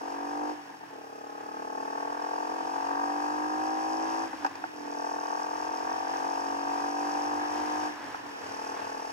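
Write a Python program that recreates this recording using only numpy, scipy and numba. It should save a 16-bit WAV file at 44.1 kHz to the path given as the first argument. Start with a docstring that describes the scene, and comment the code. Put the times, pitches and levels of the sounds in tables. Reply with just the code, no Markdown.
"""On the road, in the rider's seat: a one-cylinder motorcycle leaves a bend and pulls through the gears.
Surges of gas in each engine cycle make the airbox (the air intake) and exhaust ring, a growl that climbs
with the revs. Gas rasps through the throttle, valves tick, chain and gears hiss and the crankshaft hums.
When the throttle shuts for a gear change, unburnt fuel pops in the exhaust and the gearbox clicks.
Wind and tyres rush underneath."""
import sys
import numpy as np
from scipy import signal
from scipy.fft import rfft, irfft, next_fast_len
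from scipy.io import wavfile
from scipy.ndimage import uniform_filter1d
from numba import njit

SR = 44100
rng = np.random.default_rng(int(sys.argv[2]) if len(sys.argv) > 2 else 0)


def persist_wave(psi):
    """Save psi, clipped to +-1, as 16-bit WAV."""
    counts = np.round(np.clip(psi, -1, 1) * 32767).astype(np.int16)
    wavfile.write(sys.argv[1], SR, np.atleast_2d(counts).T)


N = 402191
T = np.arange(N) / SR
SIZE = next_fast_len(N + SR // 4, True)
FREQ = np.maximum(np.fft.rfftfreq(SIZE, 1 / SR), 1)
MID_REVS_HZ, MID_KMH = 46, 50  # middling firing rate and road speed: here revs = 1 and pace = 1
RAGGED_BELOW = 0.056  # throttle opening (0-1) below which the firing turns ragged
SIDES = np.array([[.5], [-.5]])  # shares a difference between left and right

# Ringing tones of airbox and exhaust at middling revs:
# pitch_hz, width_hz, level_db, left_over_right_db, left_lead_rad, climb (octaves per doubling of revs)
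PIPE_TONES = [(287.94, 20.93, -8.18, -1.44, -0.28, 0.04), (310.24, 38.17, -7.29, -2.02, -0.99, 0.04),
              (344.84, 33.63, -11.99, -6.4, -0.11, 0.19), (438.49, 46.17, -15.83, 4.67, 1.19, -0.09),
              (517.22, 65.31, -17.33, 11.0, -2.18, -0.02), (665.51, 89.69, -15.01, -2.31, 2.62, -0.01),
              (776.92, 28.36, -7.5, 6.7, -1.23, 0.05), (874.47, 42.3, 0.24, 6.99, 2.02, 0.21),
              (915.22, 120.36, -5.33, 7.02, 2.12, 0.37), (1122.59, 31.09, -15.17, 6.27, -6.25, 0.13),
              (1277.68, 61.28, -1.9, 3.35, 3.11, 0.17), (1416.22, 101.43, -18.39, -3.24, 2.25, 0.11),
              (1611.34, 79.26, -9.89, -3.18, 2.16, 0.17), (1807.93, 116.64, -14.14, -3.3, 1.87, 0.1)]
# How far the engine's sound on the left runs ahead of the right: pitch_hz, left_lead_rad
LEFT_LEAD = [(60, 0.3), (200, 1.6), (300, 0.9), (440, 1.6), (560, 3.8), (740, 1.4), (870, 2.8), (1000, 2.3),
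             (1400, 3.0), (1850, 2.0), (2200, 2.9), (2700, -0.2), (4000, 2.2), (5600, 1.6), (8000, 0.3),
             (11000, -0.4)]


def undb(db):
    """Turn decibels into a gain."""
    return 10 ** (np.asarray(db) / 20)


def unit(x):
    """Scale to an average (rms) level of 1."""
    return x / np.sqrt(np.mean(x ** 2))


def curve(points):
    """Join (time_s, value) points into a value for every sample."""
    return np.interp(T, *np.transpose(points))


def across(points):
    """Join (pitch_hz, value) points into a value for every frequency."""
    hz, value = np.transpose(points)
    return np.interp(np.log(FREQ), np.log(hz), value)


def shape(x, response):
    """Filter a sound with a gain for every frequency."""
    return irfft(rfft(x, SIZE) * response, SIZE)[..., :N]


def causal(gain):
    """A filter with this gain that rings only after it is struck."""
    cepstrum = irfft(np.log(gain), SIZE)
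    cepstrum[1:SIZE // 2] *= 2
    cepstrum[SIZE // 2 + 1:] = 0
    return np.exp(rfft(cepstrum))


def walk(rate_hz):
    """A smooth random wander, roughly between -1 and 1."""
    knots = rng.standard_normal(2048)
    return uniform_filter1d(np.interp(T * rate_hz, np.arange(len(knots)), knots), int(SR / rate_hz / 2))


def ramp(start_s, length_s):
    """Rise from 0 to 1 in a straight line."""
    return np.clip((T - start_s) / length_s, 0, 1)


def burst(cycles, place, length):
    """Swell and die away once a cycle; place and length are fractions of the cycle."""
    age = (cycles - place) % 1 / length
    return age * np.exp(1 - age)


def add(out, start_s, peak_db, sound):
    """Place a short sound at its time and peak level."""
    start = int(start_s * SR)
    part = sound[:, :N - start]
    out[:, start:start + part.shape[1]] += undb(peak_db) * part / np.abs(part).max()


@njit
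def resonate(x, hz, width_hz):
    """One ringing tone whose pitch can move; complex, with gain 1 at that pitch."""
    out, z, keep = np.empty_like(x), 0j, np.exp(-np.pi * width_hz / SR)
    for i in range(len(x)):
        z = z * keep * np.exp(2j * np.pi * hz[i] / SR) + (1 - keep) * x[i]
        out[i] = z
    return out


def out_of_step():
    """A filter for engine sound reaching left and right out of step."""
    return np.exp(1j * across(LEFT_LEAD) * SIDES)


def effort(law, opening, speed):
    """Gain from a level at full throttle and middling speed, a loss when shut and a change with speed."""
    full_db, shut_loss_db, doubling_db = law
    return undb(full_db - shut_loss_db * (1 - opening) + doubling_db * np.log2(speed))


def throttle_opening(crack=0.063, crack_s=0.036, shut_s=0.055):
    """In each gear the rider opens the throttle a crack, rolls it on, holds it and snaps it shut."""
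    # One pull per gear: open_s, roll_on_s, close_s, full_opening (0-1)
    pulls = [(-.3, 0.41, 0.5, 0.82), (.905, 1, 4.24, 1), (4.71, 0.32, 7.87, 1), (8.29, 0.37, 9.4, 0.81)]
    opening = 0
    for open_s, roll_on_s, close_s, full in pulls:
        rise = crack * ramp(open_s, crack_s) + (1 - crack) * ramp(open_s, roll_on_s)
        opening += full * rise * (1 - ramp(close_s, shut_s))
    return opening


def hiss(level_db=-72, apart=0.89):
    """A steady, even hiss under everything."""
    return undb(level_db) * (rng.standard_normal(N) + apart * rng.standard_normal((2, N)))


def wind_and_tyres(pace, level_db=-47.5, doubling_db=8, buffet_doubling_db=6, flutter_db=1.5, pass_s=.16):
    """Wind and tyres flutter with the air and grow with road speed, the low buffeting fastest."""
    # Tone colour of the rush: pitch_hz, level_db
    rush_colour = [(20, -35), (48, -5), (68, -22), (97, 3.5), (130, -9), (190, -4), (280, 9), (600, 3.5),
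                   (900, 12.5), (1350, 3.5), (1700, 8), (2100, -2), (2700, -3.5), (3800, -11),
                   (16000, -34.5)]
    # Oncoming vehicles swell the rush: time_s, swell_db
    oncoming = [(6.048, 2), (7.681, 3.5)]
    colour = undb(across(rush_colour))
    apart = 0.5 + 0.82 * FREQ / (FREQ + 500)  # left and right are most alike in the bass
    middle = shape(rng.standard_normal(N) * undb(flutter_db * walk(14)), colour)
    side = shape(rng.standard_normal(N) * undb(flutter_db * walk(14)), colour * apart)
    rush = (middle + 2 * SIDES * side) / middle.std()
    buffet = shape(rush, 1 / (1 + (FREQ / 130) ** 4))
    rush = rush - buffet + buffet * undb(buffet_doubling_db * np.log2(pace))
    traffic_db = sum(db / (1 + ((T - time_s) / pass_s) ** 2) for time_s, db in oncoming)
    return rush * undb(level_db + doubling_db * np.log2(pace) + traffic_db)


def crank_hum(cycles, revs, coasting, waver_db=1.5):
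    """The crankshaft shakes the frame with a low hum that stands out on a shut throttle."""
    # Tones of the hum: multiple of the firing rate, level_db, shut_gain_db, doubling_db (of revs)
    hum_tones = [(2, -72, -7, 29), (3, -77, 9, -13), (4, -79, 9, -18)]
    hum = 0
    for multiple, db, shut_gain_db, doubling_db in hum_tones:
        level_db = db + shut_gain_db * coasting + doubling_db * np.log2(revs) + waver_db * walk(12)
        hum += np.sin(2 * np.pi * multiple * cycles) * undb(level_db)
    return hum


def valve_ticks(cycles, metal, pitch_hz=5900, width_hz=1700, scatter_db=2.5, fade_s=4.7):
    """The valves tick once a cycle, in spells; in each the tick softens and may drift in the cycle."""
    # Spells of ticking: start_s, end_s, first_place and last_place in the cycle (0-1), hardness (0-1)
    spells = [(3.635, 4.244, 0.21, 0.21, 0.8), (4.75, 7.94, 0.16, 0, 0.94), (8.38, 9.2, 0.9, 0.92, 0.5)]
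    gate, strength = np.zeros(N), undb(scatter_db * rng.standard_normal(512))
    for start_s, end_s, first, last, hardness in spells:
        place = first + (last - first) * ramp(start_s, end_s - start_s)
        spell = (T > start_s) * (T < end_s) * hardness * np.exp(-np.abs(T - start_s) / fade_s)
        gate += spell * strength[(cycles - place).astype(int)] * burst(cycles, place, length=0.037)
    colour = metal * out_of_step() / (1 + (2 * (FREQ - pitch_hz) / width_hz) ** 2)
    return shape(gate * rng.standard_normal(N), colour)


def chain_and_gears(cycles, throttle, pace, metal, tick_db=-7.5, spread_db=-8, waver_db=1.17):
    """Chain and gears hiss in time with the crank, valve ticks on top; all grow with load and speed."""
    # Loudness of the moving metal: full_db, shut_loss_db, doubling_db (of road speed)
    loudness = (-53.5, 6.4, 8.4)
    ticks = valve_ticks(cycles, metal)
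    pulsing = 1 + 0.77 * burst(cycles, place=0.714, length=0.075)
    direct = shape(rng.standard_normal(N) * pulsing, metal * out_of_step())
    spread = shape(rng.standard_normal((2, N)), metal)
    sound = unit(direct) + undb(tick_db) * unit(ticks) + undb(spread_db) * unit(spread)
    waver = undb(waver_db * walk(17) - 1.6 * SIDES)  # a little louder on the right
    return sound / sound.mean(0).std() * effort(loudness, throttle, pace) * waver


def gear_clicks(metal, decay_s=0.0057, top_hz=5800):
    """The teeth that lock a gear in place click home."""
    # Gearbox clicks: start_s, peak_db
    clicks = [(4.446, -31), (4.463, -31), (4.554, -37), (8.155, -42)]
    out, size = np.zeros((2, N)), SR // 8
    steel_ring = irfft(metal / (1 + (FREQ / top_hz) ** 4), SIZE)[None, :size]
    for start_s, peak_db in clicks:
        strike = rng.standard_normal((2, size)) * np.exp(-T[:size] / decay_s)
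        add(out, start_s, peak_db, signal.fftconvolve(strike, steel_ring))
    return out


def reach(index, db, left_db, lead):
    """How one pipe tone reaches left and right; neighbouring tones swing opposite ways."""
    return (-1) ** index * undb(db + SIDES * left_db) * np.exp(1j * SIDES * lead)


def outlet(low_cut_hz=260, high_cut_hz=2900):
    """The pipe openings let out little bass and little treble."""
    return (1j * FREQ / (1j * FREQ + low_cut_hz)) ** 2 / (1 + (FREQ / high_cut_hz) ** 4)


def pipe_filter():
    """Airbox and exhaust as a filter, at middling revs."""
    return outlet() * sum(reach(k, db, left_db, lead) / (1 + 2j * (FREQ - hz) / width_hz)
                          for k, (hz, width_hz, db, left_db, lead, _) in enumerate(PIPE_TONES))


def exhaust_pops(knock_cycles=3.4, overtone_cycles=2.5, snap_s=0.0023, rumble_s=0.0077):
    """Unburnt fuel pops in the exhaust: a pitched knock, a broad snap and a short rumble."""
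    # Pops on a shut throttle: start_s, peak_db, pitch_hz
    pops = [(4.331, -30, 299), (4.329, -23, 837), (4.446, -12, 887), (4.446, -32, 305), (4.463, -20, 932),
            (4.552, -28, 870), (4.638, -17, 808), (4.639, -36, 305), (8.035, -35.5, 318), (8.143, -22, 785),
            (8.153, -33, 940)]
    out, size = np.zeros((2, N)), SR // 8
    age = T[:size]
    pipe_ring = irfft(pipe_filter(), SIZE)[:, :size]
    snap_band = signal.butter(4, [625, 2500], "bandpass", fs=SR, output="sos")

    def hump(peak_s):
        """Swell to 1 at peak_s, then die away."""
        return (age / peak_s) ** 2 * np.exp(1 - (age / peak_s) ** 2)

    for start_s, peak_db, hz in pops:
        lead = 0.75 * np.interp(hz, *np.transpose(LEFT_LEAD)) * SIDES
        phase = 2 * np.pi * hz * age
        knock = hump(knock_cycles / hz) * np.sin(phase + lead)
        overtone = hump(overtone_cycles / hz) * np.sin(1.8 * phase + lead)
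        snap = unit(signal.sosfilt(snap_band, rng.standard_normal((2, size)))) * hump(snap_s)
        puff = rng.standard_normal((1, size)) * np.exp(-age / rumble_s)
        rumble = unit(signal.fftconvolve(puff, pipe_ring)[:, :size])
        add(out, start_s, peak_db, knock + 0.54 * overtone + 0.14 * snap + 0.096 * rumble)
    return out


def throttle_rasp(cycles, revs, throttle, pitch_hz=1030, width_hz=300):
    """Gas tears through the open throttle once a cycle, growing fast with the revs."""
    # Loudness of the rasp: full_db, shut_loss_db, doubling_db (of revs)
    loudness = (-54, 28, 38)
    # Moments when the rasp flares: time_s, half_length_s, gain_db
    flares = [(3.02, .12, 11.5), (4.05, .2, 2), (7.3, .1, 4)]
    puffs = rng.standard_normal(N) * burst(cycles, place=.55, length=.2)
    rasp = shape(puffs, out_of_step() / (1 + 2j * (FREQ - pitch_hz) / width_hz) ** 2)
    flare_db = sum(db * np.exp(-((T - time_s) / half_s) ** 2) for time_s, half_s, db in flares)
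    return unit(rasp) * effort(loudness, throttle, revs) * undb(flare_db)


def gas_surges(cycles, firing_hz, coasting, jitter_s=.00001, coast_jitter_s=.00007,
               scatter_db=0.75, coast_scatter_db=2.6, rasp_db=-19):
    """Each cycle brings sharp surges and a rasp of gas; firing turns ragged when the throttle shuts."""
    # Surges in one cycle: place (0-1) at middling revs, push (+ or -), width_s, delay_cycles_per_hz
    surges = [(.404, -2.38, .00022, -.00197), (.594, -2.55, .00022, -.00044), (.601, -1.29, .00017, .00077),
              (.702, .68, .00003, .00127), (.799, .37, .00004, .00193)]
    timing_luck, strength_luck = rng.standard_normal((512, 2))[cycles.astype(int)].T
    early_s = timing_luck * (jitter_s + coast_jitter_s * coasting)
    strength = undb(strength_luck * (scatter_db + coast_scatter_db * coasting))
    thuds = 0
    for place, push, width_s, delay in surges:
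        since_s = (cycles % 1 - place - delay * (firing_hz - MID_REVS_HZ)) / firing_hz + early_s
        thuds += push / width_s * np.exp(-.5 * (since_s / width_s) ** 2)
    puffs = rng.standard_normal(N) * (burst(cycles, place=.45, length=.2) + 0.31)
    rasp = shape(puffs, FREQ / (FREQ + 800) / np.hypot(1, FREQ / 2500))
    return unit(thuds * strength) + unit(rasp) * undb(rasp_db)


def ring_pipes(gas, revs):
    """Airbox and exhaust ring with the gas; most of their tones climb with the revs."""
    wave = signal.hilbert(gas, SIZE)[:N]
    return sum((reach(k, db, left_db, lead) * resonate(wave, hz * revs ** climb, float(width_hz))).real
               for k, (hz, width_hz, db, left_db, lead, climb) in enumerate(PIPE_TONES))


def exhaust_growl(gas, revs, throttle, waver_db=1.1):
    """The note of the ringing pipes: its low boom needs little throttle, its higher bark needs a lot."""
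    # Bands of the note, from airbox boom up to rasp:
    # top_hz, throttle_exponent, full_db, shut_loss_db, doubling_db (of revs)
    bands = [(399, 0.37, -42.5, 9.5, 10), (580, 0.21, -47, 22, -2), (801, 0.81, -43.3, 12, 19),
             (1003, 0.9, -41.3, 17.5, 5), (2630, 1, -40.3, 16.5, 6)]
    # Moments when the band holding a pitch swells or sinks: time_s, half_length_s, pitch_hz, gain_db
    swells = [(3.54, 0.13, 300, 3.5), (4.83, .13, 300, 4), (5.26, .4, 300, -2), (1.5, 0.5, 300, 3),
              (2.27, 0.16, 300, -2), (.72, .15, 300, -3), (4.55, .15, 300, 2), (6.7, .5, 300, 1.5),
              (1.1, .2, 450, 4), (2.1, .5, 450, 2), (4.1, .25, 450, -2), (6.7, 0.48, 750, 3),
              (2.81, 0.074, 950, 3), (3, 0.091, 950, 4), (5.6, .6, 950, 1.5), (.3, .4, 950, -2.5),
              (3.03, 0.17, 1500, 4), (3.45, .1, 1500, 2), (3.88, 0.2, 1500, -1), (6.7, 0.5, 1500, 1)]
    spectrum = rfft(ring_pipes(gas, revs), SIZE) * outlet()
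    out, below_bottom, bottom_hz = 0, 0, 0
    for top_hz, exponent, *loudness in bands:
        below_top = 1 / (1 + (FREQ / top_hz) ** 8)
        band = irfft(spectrum * (below_top - below_bottom), SIZE)[:, :N]
        swell_db = sum(db * np.exp(-((T - time_s) / half_s) ** 2)
                       for time_s, half_s, hz, db in swells if bottom_hz < hz <= top_hz)
        gain = effort(loudness, throttle ** exponent, revs) * undb(swell_db + waver_db * walk(12))
        out += band / band.std() * gain
        below_bottom, bottom_hz = below_top, top_hz
    return out


def scene():
    """One crankshaft times the running engine; throttle, revs and road speed set the levels."""
    # Engine speed: time_s, firing_hz (firings per second)
    engine_speed = [(0.0, 45.2), (0.399, 49.56), (0.525, 50.28), (0.792, 44.22), (1.037, 34.72),
                    (1.424, 36.45), (2.321, 43.18), (3.473, 51.1), (4.248, 54.67), (4.471, 47.57),
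                    (4.786, 42.15), (4.911, 41.48), (5.488, 43.68), (7.062, 48.68), (7.838, 50.64),
                    (7.998, 48.3), (8.364, 39.05), (9.12, 39.71)]
    # Speed along the road: time_s, speed_kmh
    road_speed = [(0, 42), (.5, 40), (1.05, 31.3), (4.25, 57.4), (4.9, 42.8), (7.85, 64.5), (9.12, 59.5)]
    # Tone colour of chain, gears and valves: pitch_hz, level_db
    metal_colour = [(1500, -33), (2500, 4.5), (3700, -16.5), (4300, -7), (4780, 3), (5150, 1.5),
                    (5500, 4.5), (6350, -3), (6800, -8), (7250, -6), (8000, -12), (9000, -16), (10300, -14),
                    (11700, -18.5), (12400, -23), (16000, -30)]
    firing_hz, throttle = curve(engine_speed), throttle_opening()
    revs, pace = firing_hz / MID_REVS_HZ, curve(road_speed) / MID_KMH
    cycles = np.cumsum(firing_hz) / SR  # engine cycles so far
    coasting = np.exp(-throttle / RAGGED_BELOW)  # 1 with the throttle shut, near 0 when open
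    metal = causal(undb(across(metal_colour)))
    gas = gas_surges(cycles, firing_hz, coasting)
    engine = exhaust_growl(gas, revs, throttle) + throttle_rasp(cycles, revs, throttle)
    machinery = chain_and_gears(cycles, throttle, pace, metal) + crank_hum(cycles, revs, coasting)
    return engine + machinery + exhaust_pops() + gear_clicks(metal) + wind_and_tyres(pace) + hiss()


def record(dry):
    """Cut away the highest treble, above 15800 Hz."""
    return signal.sosfilt(signal.ellip(10, .2, 70, 15800, fs=SR, output="sos"), dry)


dry = scene()
out = record(dry)
persist_wave(out)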